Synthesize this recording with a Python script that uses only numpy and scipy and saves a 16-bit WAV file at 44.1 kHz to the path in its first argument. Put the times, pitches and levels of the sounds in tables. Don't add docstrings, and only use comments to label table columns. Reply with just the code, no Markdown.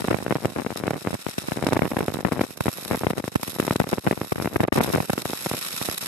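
import sys
import numpy as np
from scipy import signal
from scipy.fft import rfft, irfft
from scipy.io import wavfile
from scipy.ndimage import uniform_filter1d

SR = 44100
rng = np.random.default_rng(int(sys.argv[2]) if len(sys.argv) > 2 else 0)


def voltage_ratio(decibels):
    exponent = np.asarray(decibels, float) / 20
    return 10 ** exponent


def persist_wave(psi):
    counts = np.round(np.clip(psi, -1, 1) * 32767).astype(np.int16)
    wavfile.write(sys.argv[1], SR, np.atleast_2d(counts).T)


N = 267687


def evened(x):
    return x / np.sqrt(np.mean(x ** 2) + 1e-20)


def add(mix, start_s, sound):
    part = mix[max(round(start_s * SR), 0):][:len(sound)]
    part += sound[:len(part)]


def low_cut(x, hz, q):
    w = 2 * np.pi * hz / SR
    return signal.lfilter([1, -2, 1], [1 + w / 2 / q, -2 * np.cos(w), 1 - w / 2 / q], x)


def smooth(x, hz):
    return signal.sosfilt(signal.butter(N=4, Wn=hz, fs=SR, output="sos"), x)


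def resonate(x, hz, width_hz):
    turn = np.exp(2j * np.pi * hz * np.arange(x.shape[-1]) / SR)
    r = np.exp(-np.pi * width_hz / SR)
    return 2 * (turn * signal.lfilter([1 - r], [1, -r], x / turn)).real


def swell(samples, peak_s):
    u = np.arange(samples) / SR / peak_s
    return u * np.exp(1 - u)


def blast(ms):
    u = np.arange(1200) / SR / (max(ms, .2) / 1000)
    wave = u * (1 - 2.32 * u) * np.exp(-u)
    wave = low_cut(low_cut(wave, hz=669, q=0.51), hz=90, q=0.79)
    wave = wave + 0.64 * resonate(wave, hz=2170, width_hz=350)
    wave = smooth(wave, hz=2870)
    return wave / abs(wave).max()


# start in seconds, peak level in dB, left-right difference in dB,
# likeness of the two capsules from -1 to 1.
SHORT_CIRCUITS = [(0.0206, -18.5, 6, -1), (0.044, -15.5, 0, 0.48), (0.0798, -21, 2, 0.4),
                  (0.0839, -9, -3, 0.7), (0.1076, -13, 7, -0.6), (0.1118, -6, 3, 0.33),
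                  (0.117, -16, -3, -0.65), (0.127, -19, 8, 0.49), (0.1302, -13.5, 4, 1),
                  (0.1448, -10, -11, 0.21), (0.1678, -22, 0, 0.39), (0.226, -20, -6, -0.93),
                  (0.2647, -11.5, 2.5, 0.86), (0.281, -19, -9, 0.12), (0.3087, -10, 8, 0.87),
                  (0.3148, -14, -4, 0.079), (0.3245, -8.5, -3, 0.18), (0.355, -11.5, 0, 0.99),
                  (0.3614, -14, -6, -0.15), (0.448, -12, 2, 0.43), (0.4556, -6, -1.5, 0.33),
                  (0.562, -15, 2, -0.45), (0.586, -15.5, 5, 0.22), (0.5897, -18.5, 7, 0.4),
                  (0.5979, -18, 12, -0.39), (0.6643, -14, 8, 0.8), (0.6688, -18.5, 0, 0.12),
                  (0.705, -20.5, 11, 0.11), (0.8377, -13.5, 4, 0.85), (0.8674, -20, 5, -0.13),
                  (0.8797, -9, 0.5, 1.0), (0.9079, -9.5, -1, 0.74), (1.05, -20.5, 8, 0.5),
                  (1.0725, -10, 1, 1), (1.1307, -17.5, -7, -0.6), (1.1421, -15.5, -6, -0.5),
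                  (1.2662, -13.5, 6, -0.49), (1.3826, -13, 3.5, -0.5), (1.4855, -13, -4, -0.99),
                  (1.52, -12.5, 4.5, 0.26), (1.5727, -16.5, 7, 0.25), (1.626, -12.5, 6, 0.63),
                  (1.6392, -17, 10, 0.5), (1.6673, -7.5, -0.5, 1), (1.6705, -14, -0.5, 0.58),
                  (1.6883, -12, -2, 0.93), (1.7235, -9, -4, 0.38), (1.7315, -7, -2, 0.5),
                  (1.766, -10, 1, 0.57), (1.7696, -6.5, 0, 1), (1.7927, -10.5, -7, 0.3),
                  (1.8205, -6, 5, 0.2), (1.833, -16, -6, -0.68), (1.8544, -10.5, -2, 0.88),
                  (1.8769, -22, -8, 0.75), (1.9169, -16, 0, 0.84), (1.9205, -17, -1, 0.9),
                  (1.9683, -9, 1, 0.77), (1.972, -18, 4, -0.39), (1.987, -18.5, -12, 0.9),
                  (1.991, -15, 2.5, 0.11), (2.0068, -11, -1, 0.54), (2.0096, -17, 6, 0.1),
                  (2.0283, -17, -1, -0.087), (2.0825, -9.5, -1, 0.73), (2.25, -6, 7.5, 0.27),
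                  (2.2553, -16, 0, 0.12), (2.2657, -20, 8, 0.4), (2.273, -18.5, 10, -0.5),
                  (2.3211, -10, 5.5, 0.85), (2.3256, -16, 0, 0.73), (2.394, -12, -1, 0.94),
                  (2.41, -11, 2, 0.57), (2.4137, -7, 3, 0.84), (2.4403, -18.5, 6, 0.12),
                  (2.6077, -8, -1, -0.39), (2.658, -14, 0, 0.9), (2.6672, -14, -7, 0.68),
                  (2.6823, -8, 7.5, 0.34), (2.912, -9.5, 6, 0.8), (2.9211, -15, -4, -0.4),
                  (2.9467, -13, -1, 0.8), (2.9512, -14, 0, 0.89), (3.0352, -11.5, -0.5, 0.53),
                  (3.0686, -5.5, 5, 0.093), (3.1048, -11, 3, 0.88), (3.1088, -12, -2, 0.0),
                  (3.1808, -13.5, 4, -0.25), (3.2413, -16, -2, 0.92), (3.2791, -16, 3.5, 1),
                  (3.358, -5, -5, -0.67), (3.432, -15, 1, -0.19), (3.4801, -19.5, 6, -0.1),
                  (3.5995, -5.5, 1, 0.33), (3.6798, -9.5, 4, 0.96), (3.683, -22, 4, 0.6),
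                  (3.709, -5.5, 0, 0.9), (3.7591, -9.5, 0.5, 0.81), (3.8013, -4, 5.5, 0.25),
                  (3.815, -14, 2, -0.65), (3.922, -19.5, -4, 1), (3.9301, -8, 5, -0.47),
                  (3.9352, -10, -1, -0.48), (3.9826, -14, -4, 0.68), (4.067, -10.5, 1, 0.88),
                  (4.0729, -5.5, 6, -0.62), (4.082, -15, -6, -0.61), (4.1115, -5.5, 0, -0.015),
                  (4.127, -15, 6, 0.59), (4.1759, -19, 6, -0.47), (4.215, -12, -1.5, 0.9),
                  (4.3206, -11.5, -2, -0.55), (4.3232, -11, 5, 0.093), (4.3588, -16, 0, -0.7),
                  (4.3823, -16, 0, -0.48), (4.4005, -15, 7, 0.33), (4.4467, -16, 4, 0.7),
                  (4.458, -10, 0, 0.75), (4.4748, -12.5, 2, 0.7), (4.56, -9, 7, -0.11),
                  (4.5632, -10, -6, 1), (4.6045, -5, -1.5, -0.081), (4.6141, -16, 2, -0.2),
                  (4.634, -11.5, 1.5, 0.88), (4.6399, -8.5, 3, -0.58), (4.65, -15, -4, -0.61),
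                  (4.6836, -11, 0.5, 0.94), (4.7227, -14, 7, -0.4), (4.726, -7.5, 6.5, -0.73),
                  (4.7577, -14, 1, -0.1), (4.7612, -12, -4, -0.5), (4.7761, -10.5, 5, 0.8),
                  (4.7812, -5.5, 2, -0.14), (4.7892, -11, 0, 0.78), (4.7987, -17, -5, -0.5),
                  (4.803, -19, -1, -0.5), (4.8069, -5, 0, 0.4), (4.8113, -8.5, 1, 0.79),
                  (4.8457, -15.5, 7, -0.014), (4.891, -17.5, 3.5, 0.7), (4.9024, -17, 8, 0.062),
                  (4.9359, -11, 0, -0.5), (4.9414, -14, 7, -0.2), (4.9492, -6.5, 5, -0.46),
                  (4.96, -9.5, -2, 0.9), (4.9757, -16, 0, 0.64), (5.0033, -9.5, -1, -0.16),
                  (5.0976, -10.5, -2, 0.44), (5.1014, -10, -0.5, -0.29), (5.134, -11.5, -1, 0.2),
                  (5.1789, -10, -0.5, 0.0), (5.2557, -12.5, 0, 0.41), (5.3337, -13.5, -1, 0.93),
                  (5.4615, -13.5, -0.5, 0.7), (5.4667, -15.5, 3, 1.0), (5.5144, -13, -0.5, 0.65),
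                  (5.5377, -17, 2, 0.99), (5.888, -14, -5, -0.057)]
# start in seconds, peak level in dB,
# left-right difference in dB.
WIRE_SNAPS = [(0.0061, -21.5, 5), (0.049, -16.5, -2), (0.187, -18, 0), (0.2037, -24, -1), (0.3691, -23, 7),
              (0.3847, -27.5, 6), (0.6197, -20, 6), (0.7261, -22, 1), (0.76, -19.5, 5.5), (0.858, -23, 9),
              (0.914, -21, -2), (0.9347, -18.5, -9), (0.9422, -18.5, 5), (0.9658, -24.5, 3),
              (1.0629, -22, 5), (1.0834, -20, -3), (1.1069, -20, 5), (1.1509, -19.5, 1), (1.2886, -22, 8),
              (1.645, -26, 9), (1.747, -21, -2), (1.757, -18, 7), (1.8637, -23, 4), (1.9342, -21, -3),
              (2.0952, -24, -1), (2.103, -22.5, 5), (2.1395, -26, 6), (2.1891, -25, 3), (2.207, -19.5, -6),
              (2.285, -25, 7), (2.2894, -23, 4), (2.3146, -23, 8), (2.3335, -17, 6), (2.357, -26, -1),
              (2.3606, -32, 1), (2.364, -26, 5), (2.3723, -21, 10), (2.4364, -19, 4), (2.4481, -26, 6),
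              (2.691, -19, -4), (2.7847, -22.5, -1), (2.9314, -17, 4), (2.935, -17, 7), (2.9424, -22, 0),
              (2.9742, -20.5, -3), (3.0443, -17.5, 2), (3.134, -17.5, 5), (3.199, -22.5, 8),
              (3.2024, -20, 8), (3.3543, -25.5, -18), (3.5626, -24, 1), (3.5867, -20.5, 11),
              (3.627, -16, 0), (3.65, -18, 3), (3.7256, -20, 6), (3.7288, -22, 5), (3.8196, -17, 5),
              (3.8411, -17.5, 3), (3.8708, -19.5, 0), (4.132, -18, 4), (4.2463, -23.5, 3),
              (4.4139, -20.5, 0), (4.423, -15, 0), (4.5294, -23.5, 3), (4.736, -22, 3), (4.8206, -25, 7),
              (4.8297, -24, -2), (4.8384, -26, 4), (4.8609, -21, 2), (4.8646, -27, 7), (4.9819, -14, -1),
              (4.9857, -24, 5), (5.031, -22.5, 0), (5.2984, -18, 3), (5.546, -20, 1), (5.8145, -17, -5)]


def bursts():
    snaps = [(*row, .4) for row in WIRE_SNAPS]
    rows = list(SHORT_CIRCUITS) + snaps
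    chance = rng.random((len(rows), 4))
    out, fizz = np.zeros((2, N)), np.zeros((2, N))
    fizz_swell = swell(1200, peak_s=0.0013)
    for (start_s, db, pan_db, like), (size, other, lag, flip) in zip(rows, chance):
        near, like = int(pan_db < 0), np.clip(like, -1, 1)
        wave = blast(ms=0.67 + 0.97 * size)
        bass = signal.lfilter([.018], [1, -.982], wave)
        late = np.roll(blast(ms=0.39 + .5 * other), round(SR * .0012 * lag))
        swirl = low_cut(late, hz=202, q=.7) * np.sign(flip - .5)
        far_wave = bass + like * (wave - bass) + np.sqrt(1 - like ** 2) * swirl
        for ear, sound in ((near, wave), (1 - near, far_wave)):
            gain = voltage_ratio(db + 1.0 + (.5 - ear) * pan_db)
            add(out[ear], start_s - .0007, gain * sound)
            add(fizz[ear], start_s - .0006, gain * fizz_swell)
    grit = smooth(low_cut(rng.standard_normal((2, N)), hz=300, q=0.95), hz=2490)
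    return out + voltage_ratio(-17.0) * fizz * evened(grit)


# start in seconds, end in seconds, depth in dB.
ARC_FALTERS = [(2.212, 2.254, -6.5), (2.547, 2.568, -6.5), (2.579, 2.603, -7), (3.114, 3.129, -5),
               (3.139, 3.159, -7), (3.205, 3.239, -7), (3.29, 3.316, -9), (3.331, 3.352, -6),
               (3.371, 3.394, -3), (3.572, 3.584, -9), (3.77, 3.794, -6), (3.847, 3.864, -7.5),
               (3.994, 4.02, -6.5), (4.331, 4.356, -9.5), (4.475, 4.517, -1), (4.573, 4.595, -5),
               (4.641, 4.674, -17), (4.683, 4.722, -33), (4.79, 4.81, -12.5), (5.062, 5.082, -6.5),
               (5.143, 5.178, -6), (5.224, 5.25, -7.5), (5.95, 5.971, -6), (5.986, 6.009, -7)]


def falters():
    t = np.arange(N) / SR
    dips_db = sum(1.19 * db * ((t > start_s) & (t < end_s)) for start_s, end_s, db in ARC_FALTERS)
    return voltage_ratio(uniform_filter1d(dips_db, size=150))


# time in seconds, sizzle in dB, its top sheen in dB above that,
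# droplet patter in dB.
ARC_COURSE = [(0, -41.5, -17, -34), (.25, -44.5, -10, -37.5), (.6, -44, -14, -37), (1.05, -44.5, -12, -38),
              (1.25, -41.5, -11, -57), (1.45, -40, -11, -44), (1.65, -42.5, -18, -33.5),
              (1.85, -45.5, 5, -34), (2.2, -44, -5, -31), (2.55, -45, 0, -44.5), (2.75, -39.5, 4, -44),
              (3.0, -41.5, 2.5, -34), (3.25, -44, -5, -41.5), (3.5, -40, 4.5, -45.5),
              (3.75, -41.5, 0, -35.5), (4.0, -44, -5, -36.5), (4.3, -43, 4.5, -39.5),
              (4.6, -47.5, 3, -34.5), (4.71, -39, -3, -28), (4.73, -34, -4, -34), (4.95, -36.5, 2, -34),
              (5.15, -39, -1, -39), (5.4, -35, 0.5, -44), (5.7, -33.5, -1, -50), (5.9, -33, 2, -38.5),
              (6.07, -35, 0, -44)]
# start in seconds, peak level in dB.
METAL_SPITS = [(0.006, -31), (0.455, -43), (0.774, -29), (0.793, -32.5), (1.22, -29.5), (1.384, -27),
               (1.626, -33), (1.646, -28), (1.669, -28), (1.69, -29), (1.731, -27), (1.769, -32),
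               (1.989, -35), (2.142, -27), (2.326, -32), (2.413, -37), (2.574, -31), (2.609, -26),
               (2.986, -34), (3.183, -29), (3.259, -32.5), (3.281, -29), (3.356, -25), (3.431, -23.5),
               (3.601, -29), (3.681, -48), (3.728, -29), (3.759, -29), (3.892, -28), (3.914, -31),
               (3.986, -34), (4.038, -48), (4.325, -32), (4.425, -25), (4.537, -35), (4.562, -37),
               (4.607, -31), (5.101, -26)]
# start in seconds, peak level in dB.
LATE_SPITS = [
    (5.134, -29),
    (5.18, -37),
    (5.219, -29),
    (5.256, -26),
    (5.98, -25),
    (6.016, -23.5),
    (6.06, -26),
]


def strength():
    course_s, *columns = np.transpose(ARC_COURSE)
    t = np.arange(N) / SR
    sizzle_db, sheen_db, patter_db = (np.interp(t, course_s, column) for column in columns)
    level = voltage_ratio(sizzle_db)
    flare = swell(900, peak_s=0.0026)
    for start_s, db in list(METAL_SPITS) + list(LATE_SPITS):
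        add(level, start_s - .003, voltage_ratio(db - 7.5) * flare)
    for start_s, db, *_ in SHORT_CIRCUITS:
        add(level, start_s - .002, voltage_ratio(db - 39.5) * flare)
    dips = falters()
    return level * dips, voltage_ratio(sheen_db), voltage_ratio(patter_db) * dips


# frequency in Hz, level in dB per Hz.
ARC_COLOUR = [(60, -38), (150, -4), (1200, -2.5), (1900, 0.5), (3000, -3), (6000, -5.5), (12400, -4),
              (13300, -17), (14600, -20), (15700, -58)]
# delay in ms, left share, right share.
PLATE_ECHOES = [(0.231, 0.22, 0.095), (0.772, 0.28, -0.012), (1.541, 0.27, -0.06), (1.629, -0.26, 0.31)]
# frequency in Hz, width in Hz, left level in dB, right level in dB.
STEEL_SHEEN = [(5450, 530, -10, -9.5), (3710, 380, -13.5, -10), (13300, 230, -19, -8), (11430, 350, -12, 4)]


def sizzle(level, sheen):
    sparks_per_s, spark_decay_s = 200, 0.00076
    sparks = voltage_ratio(2.5 * np.minimum(rng.exponential(1, N), 3.5)) * (rng.random(N) < sparks_per_s / SR)
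    spark_tail = np.exp(-np.arange(300) / SR / spark_decay_s)
    chop = 0.76 + 0.71 * evened(signal.oaconvolve(sparks, spark_tail)[:N])
    flutter = evened(uniform_filter1d(uniform_filter1d(rng.standard_normal(N), size=700), size=400))
    own = rng.standard_normal((3, N))
    hiss = (1.04 * own[:2] + own[2]) * chop * voltage_ratio(1.22 * flutter)

    hz = np.fft.rfftfreq(N, 1 / SR)
    colour_hz, colour_db = np.transpose(ARC_COLOUR)
    spectrum = rfft(hiss) * voltage_ratio(np.interp(np.log(hz + 1), np.log(colour_hz), colour_db))
    for ms, left, right in PLATE_ECHOES:
        spectrum = spectrum * (1 + np.array([[left], [right]]) * np.exp(-2j * np.pi * hz * ms / 1000))
    spectrum[1] *= np.exp(2j * np.pi * hz * 0.0007605)
    hiss = irfft(spectrum, N)

    for ring_hz, width_hz, left_db, right_db in STEEL_SHEEN:
        gain = 2 * voltage_ratio(np.array([[left_db], [right_db]]))
        ring = gain * resonate(hiss, ring_hz, width_hz)
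        hiss = hiss + ring * (sheen if ring_hz > 8000 else 1)
    return voltage_ratio(3.5) * evened(hiss) * level


def patter(level):
    drops_per_s = 55
    size = voltage_ratio(4.6 * np.minimum(rng.exponential(1, (2, N)), 2.8))
    hits = size * (rng.random((2, N)) < drops_per_s / SR) * rng.choice([-1., 1.], (2, N))
    drops = signal.oaconvolve(hits, blast(ms=1.17)[None], axes=1)[:, :N]
    return voltage_ratio(1.5) * evened(drops + 0.23 * drops[::-1]) * level


def scene():
    sizzle_level, sheen, patter_level = strength()
    return bursts() + sizzle(sizzle_level, sheen) + patter(patter_level)


def band_limit(x):
    return signal.sosfilt(signal.butter(12, 16400, fs=SR, output="sos"), x)


def record(dry):
    mix = np.tanh(dry * 0.86) / 0.99
    return band_limit(mix)


dry = scene()
out = record(dry)
persist_wave(out)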